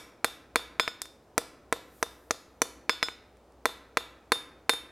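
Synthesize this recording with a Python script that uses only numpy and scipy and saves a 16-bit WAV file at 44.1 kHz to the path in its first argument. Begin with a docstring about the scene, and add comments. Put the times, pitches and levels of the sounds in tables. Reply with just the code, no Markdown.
"""Forging at the anvil

A smith forges a glowing bar on an anvil, close to the microphone, in a fairly live workshop.
Each blow is a filtered pulse (knock), damped low modes (thud), coloured noise (crack of scale)
and a short chattering tone (clank of the pinched bar); then the anvil's modes ring.
Between runs of blows the hammer drops and bounces on the bare face, and the bar touches down.
Behind it lie low room noise, a wavering hum and one faint swell of hiss."""
import sys
import numpy as np
from scipy import signal
from scipy.fft import rfft, irfft
from scipy.io import wavfile
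from scipy.ndimage import uniform_filter1d

SR = 44100
rng = np.random.default_rng(int(sys.argv[2]) if len(sys.argv) > 2 else 0)


def transcribe(u):
    """Save the signal u as a 16-bit wav file named by the first command-line argument.

    u: samples, shape (n,) or (channels, n), limited to [-1, 1]; the rate is SR.
    q: integer samples, one column per channel.
    """
    v = np.clip(np.atleast_2d(u).T, -1, 1)
    q = np.round(v * 32767).astype(np.int16)
    wavfile.write(sys.argv[1], SR, q)


N = 216619
LEAD = SR // 4  # samples kept ahead of the start, so that an earlier blow can ring into it

# spectrum of the steady workshop noise, before it is set to FLOOR_DB
# columns: frequency_hz, relative_level_db (per Hz)
FLOOR_SPECTRUM = [(25, -20.5), (45, -13.5), (75, -3), (160, -9.5), (280, -5), (520, -4.5), (1000, -12),
                  (2000, -25), (5000, -31.5), (10000, -38.5), (16000, -50)]
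FLOOR_DB = -59.5  # rms


def undb(db):
    """Decibels to gain."""
    return 10 ** (np.asarray(db) / 20)


def on_log_axis(table, hz):
    """Read a spectrum between its frequencies, on a logarithmic frequency axis."""
    table = np.array(table, float)
    return np.interp(np.log(np.maximum(hz, 1)), np.log(table[:, 0]), table[:, 1])


def colour(x, table, tilt_db=0):
    """Causal minimum-phase filter with the given spectrum, tilted above 6 kHz by dB per octave."""
    size = 2048
    hz = np.maximum(np.fft.rfftfreq(size, 1 / SR), 20)
    octaves = np.log2(np.maximum(hz / 6000, 1))
    gain = undb(on_log_axis(table, hz) + tilt_db * octaves)
    # folding the cepstrum onto positive times makes the filter causal
    cepstrum = irfft(np.log(gain))
    cepstrum[1:size // 2] *= 2
    cepstrum[size // 2 + 1:] = 0
    response = irfft(np.exp(rfft(cepstrum)))
    return signal.fftconvolve(x, response)[:len(x)]


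def burst(x, db):
    """Give a short sound the energy of 10 ms at this rms level."""
    return x * undb(db) * np.sqrt(SR / 10 ** 2 / np.sum(x ** 2))


def steady(x, db):
    """Give a lasting sound this rms level."""
    return x * undb(db) / np.std(x)


def fade(t, t60):
    """Exponential decay by 60 dB in t60 seconds."""
    return np.exp(-np.log(1000) * t / np.maximum(t60, 1e-4))


def ring(t, hz, t60, db, phase=0):
    """A sum of decaying modes, each a damped sine."""
    hz, t60, db, phase = (np.reshape(v, (-1, 1)) for v in (hz, t60, db, phase))
    return np.sum(undb(db) * fade(t, t60) * np.sin(2 * np.pi * hz * t + phase), axis=0)


def add(out, s, sound):
    """Mix a sound in at its time in seconds."""
    start = LEAD + int(s * SR)
    out[:, start:start + sound.shape[1]] += sound


def background(waver=0.43):
    """Low room noise, a hum whose level wavers, and a faint high hiss that swells and fades once."""
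    # spectrum of the hiss; columns: frequency_hz, relative_level_db
    hiss_spectrum = [(2000, -16), (5000, -11.5), (8500, -7.5), (13500, -3.5), (16000, -18)]
    hum_hz, hum_db = 61, -66
    peak_s, peak_db, rise_db_per_s, fall_db_per_s = 1.97, -63.5, 109, 34.5
    t = np.arange(N) / SR
    swell = 1 + waver * signal.resample(rng.standard_normal(size=50), N)
    hum = steady(swell * np.sin(2 * np.pi * hum_hz * t), hum_db)
    hiss_db = peak_db - np.maximum(rise_db_per_s * (peak_s - t), fall_db_per_s * (t - peak_s))
    hiss = steady(colour(rng.standard_normal(N), hiss_spectrum), hiss_db)
    # the filter settles during the lead
    floor = steady(colour(rng.standard_normal(LEAD + N), FLOOR_SPECTRUM)[LEAD:], FLOOR_DB)
    return floor + hum + hiss


def workshop(x, build_s=0.0033):
    """Diffuse sound from the walls builds up quickly and decays by bands; two standing waves join in."""
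    # reverberation bands; columns: centre_hz, t60_s, energy_db (against the sound sent in)
    room_bands = [(118.8, 1.2, -18.5), (300, 1.4, -14.5), (463, 0.783, -27.5), (700, 0.46, -18.5),
                  (1256, 0.8, -21.5), (2110, 0.75, -22.5), (4310, 0.51, -12), (8240, 0.36, -19.5),
                  (13880, 0.11, -17.5)]
    # standing waves; columns: frequency_hz, t60_s, energy_db (against the sound sent in)
    standing_waves = [(483, 1, -43.5), (528, 1, -37)]
    t = np.arange(SR) / SR
    hz = np.fft.rfftfreq(SR, 1 / SR)
    noise, response = rfft(rng.standard_normal(SR)), 0
    centres = np.log([row[0] for row in room_bands])
    # each row of the identity matrix gives one band that overlaps only its neighbours
    for share, (_, t60, db) in zip(np.eye(len(room_bands)), room_bands):
        band = irfft(noise * np.interp(np.log(hz + 1), centres, share), SR)
        shape = fade(t, t60) * (1 - np.exp(-(t / build_s) ** 2))
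        response = response + undb(db) * band * shape / np.linalg.norm(shape)
    for mode_hz, t60, db in standing_waves:
        wave = ring(t, mode_hz, t60, 0)
        response = response + undb(db) * wave / np.linalg.norm(wave)
    return signal.fftconvolve(x, response)[:len(x)]


def near_echoes(sharp):
    """Knock and crack return, duller, from things close by and from a wall."""
    # columns: delay_s, gain
    reflections = [(.00305, 0.27), (.00432, -0.15), (.0054, -0.18), (0.037, .04)]
    dull = uniform_filter1d(sharp, size=14)
    return sum(gain * np.roll(dull, int(delay * SR)) for delay, gain in reflections)


def rattle(t, pulse, t60=0.024, db=-11.0):
    """Tongs, bar and stand shake for a moment after the knock: fading noise stirred by the pulse."""
    shake = rng.standard_normal(len(t)) * fade(t, t60) * np.clip(t / 0.0015, 0, 1)
    return undb(db) * signal.fftconvolve(pulse, shake / np.linalg.norm(shake))[:len(t)]


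def shimmer(t, hz, db=-39, t60=0.38, scatter_db=4):
    """The many weak upper modes of anvil and hammer, woken by the crack."""
    mode_db = db + scatter_db * rng.standard_normal(len(hz))
    return ring(t, hz, t60, mode_db, rng.uniform(0, 2 * np.pi, len(hz)))


def thud(t):
    """The anvil on its stand sways in low, quickly damped modes."""
    # columns: frequency_hz, t60_s, relative_level_db
    stand_modes = [(112, 0.045, -6), (296, .04, 5), (474, 0.048, 10.5), (664, 0.021, 1)]
    return ring(t, *np.transpose(stand_modes), phase=0.86)


def anvil(t, spot, hold, scatter_db=0.5, treble_db=4.0):
    """The place of the blow decides how strongly each mode rings; hold scales how long."""
    # anvil modes before scatter, treble lift and hold; columns: frequency_hz, t60_s,
    # relative level_db struck at spot -1 (bare face), at 0 (under the bar), at 1 (nearer the horn)
    anvil_modes = [(1461, .36, -40, -51, -54), (2761, .33, -57, -53, -55), (3356, .28, -53, -58, -45),
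                   (3464, .2, -30, -39, -43), (3632, .31, -37, -36, -23), (4140, .26, -49, -51, -41),
                   (4298, .3, -58, -53, -60), (5108, .19, -26, -50, -41), (6521, .33, -54, -59, -61),
                   (6705, .3, -52, -65, -53), (6925, .33, -64, -58, -51), (7105, .27, -51, -63, -54),
                   (7612, .22, -48, -59, -50), (8030, .35, -67, -60, -62), (8626, .23, -56, -58, -48),
                   (9595, .4, -67, -66, -64), (10215, .33, -66, -56, -42), (10412, .27, -73, -57, -41),
                   (10720, .05, -40, -60, -55), (10850, .3, -63, -63, -46), (12254, .33, -65, -60, -55),
                   (12405, .35, -68, -66, -58), (13062, .35, -79, -61, -69), (13436, .28, -62, -60, -58),
                   (13592, .3, -69, -66, -54)]
    hz, t60, *spots_db = np.transpose(anvil_modes)
    db = np.array([np.interp(spot, [-1, 0, 1], row) for row in np.transpose(spots_db)])
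    # the weak modes, struck near their nodes, vary most from blow to blow
    db = db + scatter_db * rng.standard_normal(len(hz)) * np.clip((db.max() - db) / 10, 0, 2)
    db = db + np.interp(hz, [4000, 8000], [0, treble_db])
    return ring(t, hz, t60 * hold, db, rng.uniform(0, 2 * np.pi, len(hz)))


def clank(t, hz, t60=0.02, rough=0.4):
    """The bar, pinched between hammer and anvil, rings briefly and chatters."""
    chatter = 1 + rough * steady(uniform_filter1d(rng.standard_normal(len(t)), size=40), 0)
    return chatter * ring(t, hz, t60, 0)


def crack(t, hz, tilt_db, snap_t60=0.0082, crumble_t60=0.024, crumble_db=-8, focus=2.73, q=1.6):
    """Scale snaps and crumbles: fading noise, stressed around one broad resonance."""
    # spectrum of crushed scale; columns: frequency_hz, relative_level_db
    scale_spectrum = [(1000, -9), (2800, 2.5), (4200, 6), (5200, 8), (6500, 2), (10000, 0.5), (13500, -6),
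                      (16000, -22)]
    envelope = fade(t, snap_t60) + undb(crumble_db) * fade(t, crumble_t60)
    grit = rng.standard_normal(len(t)) * envelope
    grit = grit + focus * signal.lfilter(*signal.iirpeak(hz, q, fs=SR), grit)
    return colour(grit, scale_spectrum, tilt_db)


def knock(t, contact_ms):
    """One pressure pulse as the hammer head stops; a longer contact makes it duller."""
    # spectrum of the stopping head; columns: frequency_hz, relative_level_db
    knock_spectrum = [(60, -29.5), (300, -8), (900, 0.5), (1400, 2.5), (2000, 2.5), (2450, 1), (2850, -6),
                      (3900, -1), (6000, -29), (16000, -41)]
    return colour(np.exp(-t * 10 ** 3 / contact_ms), knock_spectrum)


def strike(t, upper_hz, strength_db, contact_ms, scale_db, tilt_db, spot, crack_hz, free_db=0,
           head_hz=2250, head_t60=0.0067, head_db=-5):
    """One impact and all it wakes, as (heard close up, sent into the room)."""
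    # a longer contact pushes the stand harder, wakes the anvil less and damps it sooner
    base_thud_db, thud_db_per_ms = -13, 25.5  # base against the strength
    base_ring_db, ring_at_ms, ring_db_per_doubling = 17, 0.087, -4  # base against the strength
    hold_share, hold_loss_per_ms = 1.055, 0.82
    ring_room_db = -5  # the part of the ring that is sent to the walls
    crack_db = strength_db + scale_db
    thud_db = strength_db + base_thud_db + thud_db_per_ms * contact_ms
    doublings = np.log2(contact_ms / ring_at_ms)
    ring_db = strength_db + free_db + base_ring_db + ring_db_per_doubling * doublings
    hold = hold_share - hold_loss_per_ms * contact_ms
    # on the bare face nothing cushions the hammer head, and it rings for a few cycles
    head = np.clip(-spot, 0, 1) * burst(ring(t, head_hz, head_t60, 0), strength_db + head_db)
    pulse = burst(knock(t, contact_ms), strength_db) + head
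    sharp = pulse + burst(crack(t, crack_hz, tilt_db), crack_db)
    impact = sharp + near_echoes(sharp) + burst(thud(t), thud_db) + rattle(t, pulse)
    ringing = undb(ring_db) * anvil(t, spot, hold) + undb(crack_db) * shimmer(t, upper_hz)
    return np.array([impact + ringing, impact + undb(ring_room_db) * ringing])


def hammering():
    """Blows on the bar, flat or on edge; the hammer bounces on the bare face, the bar touches down."""
    # forging blows on the hot bar; columns: start_s, strength_db, contact_ms,
    # crack_db and crack_tilt_db_per_octave, clank_db (crack and clank against the strength),
    # spot (-1 bare face, 0 under the bar, 1 nearer the horn)
    blows = [(-0.075, -20.5, 0.13, -2, 7, -29, -0.57), (0.245, -19.5, 0.071, -7, 5, -12, -0.23),
             (0.558, -17, 0.084, -10.5, 4.5, -14, -0.28), (1.3791, -20.5, 0.3, -4, 12, -10, -0.23),
             (1.7258, -20.5, .24, -10, 4.5, -27, -0.028), (2.0276, -22.5, .17, -8, 5.5, -14.5, 0.17),
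             (2.3084, -24, 0.2, -4.5, 0.5, -4.5, -0.17), (2.6183, -21.5, 0.22, -3.5, 5.5, -1, -0.47),
             (3.6558, -17.5, .12, -10.5, 2.5, -20.5, 0), (3.9715, -19, 0.1, -13, -4, -13.5, -0.13),
             (4.3198, -15.5, 0.1, -10, -1, -11, 0.56), (4.6944, -15, 0.054, -11, 1.5, -9, 0.5)]
    # the hammer drops and bounces on the bare face; columns: start_s, strength_db, contact_ms,
    # crack_db (against the strength), spot (as above)
    drops = [(0.7973, -19, 0.037, -13, -0.71), (0.878, -30, 0.063, -10, -0.96),
             (2.895, -20, 0.046, -10, -0.78), (3.0283, -24.5, 0.035, -7, -1.3),
             (3.0855, -37, 0.09, -22, -1.9)]
    # the bar itself touches down on the face; columns: start_s, strength_db, contact_ms,
    # crack_db (against the strength)
    taps = [(1.018, -41.5, .04, 8.5), (1.056, -51, 0.061, -1.5), (3.37, -72, 0.038, -1),
            (3.522, -78.5, 0.024, 5), (4.7363, -38, 0.23, -4)]
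    # the bar is struck on its edge between these times, otherwise flat; columns: start_s, end_s
    edge_times = (1.2, 3.2)
    # the crack is centred by what is struck; the taps share the pitch of the bar on edge
    flat_crack_hz, edge_crack_hz, bare_crack_hz = 10200, 7300, 4425
    drop_tilt_db, tap_tilt_db = -8.5, 7.5  # tilt of the crack, dB per octave
    flat_clank_hz, edge_clank_hz = 4350, 5940
    clank_room_db = -10  # the small bar is heard close up and stirs the room little
    tap_spot, tap_ring_db = 0.2, 6.5  # with no hammer on it the anvil rings more freely

    out, t = np.zeros((2, LEAD + N + SR)), np.arange(SR // 2) / SR
    upper_hz = rng.uniform(5500, 13000, size=44)
    for s, strength_db, contact_ms, scale_db, tilt_db, clank_db, spot in blows:
        on_edge = edge_times[0] < s < edge_times[1]
        crack_hz = edge_crack_hz if on_edge else flat_crack_hz
        clank_hz = edge_clank_hz if on_edge else flat_clank_hz
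        add(out, s, strike(t, upper_hz, strength_db, contact_ms, scale_db, tilt_db, spot, crack_hz))
        bar = burst(clank(t, clank_hz), strength_db + clank_db)
        add(out, s, np.array([bar, undb(clank_room_db) * bar]))
    for s, strength_db, contact_ms, scale_db, spot in drops:
        add(out, s, strike(t, upper_hz, strength_db, contact_ms, scale_db, drop_tilt_db, spot,
                           bare_crack_hz))
    for s, strength_db, contact_ms, scale_db in taps:
        add(out, s, strike(t, upper_hz, strength_db, contact_ms, scale_db, tap_tilt_db, tap_spot,
                           edge_crack_hz, tap_ring_db))
    return out[:, :LEAD + N]


def scene(side_db=-20, floor_side_db=-25, mismatch=0.011):
    """Nearly mono: traces of room, noise and treble, and the microphones' hiss, part left from right."""
    mic_hiss_db = -78
    direct, sent = hammering()
    mid = (direct + workshop(sent))[LEAD:] + background()
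    air = steady(colour(rng.standard_normal(N), FLOOR_SPECTRUM), FLOOR_DB + floor_side_db)
    room_side = undb(side_db) * workshop(sent)[LEAD:]
    # the slope of the signal stresses its treble
    side = room_side + air + mismatch * np.gradient(mid)
    mic_hiss = undb(mic_hiss_db) * rng.standard_normal((2, N))
    return np.array([mid + side, mid - side]) + mic_hiss


def record(dry, ceiling=0.51):
    """The recorder rounds the highest peaks and cuts the top."""
    top_hz = 16200
    rounded = ceiling * np.tanh(dry / ceiling)
    return signal.sosfilt(signal.ellip(8, .2, 70, top_hz, fs=SR, output="sos"), rounded)


dry = scene()
out = record(dry)
transcribe(out)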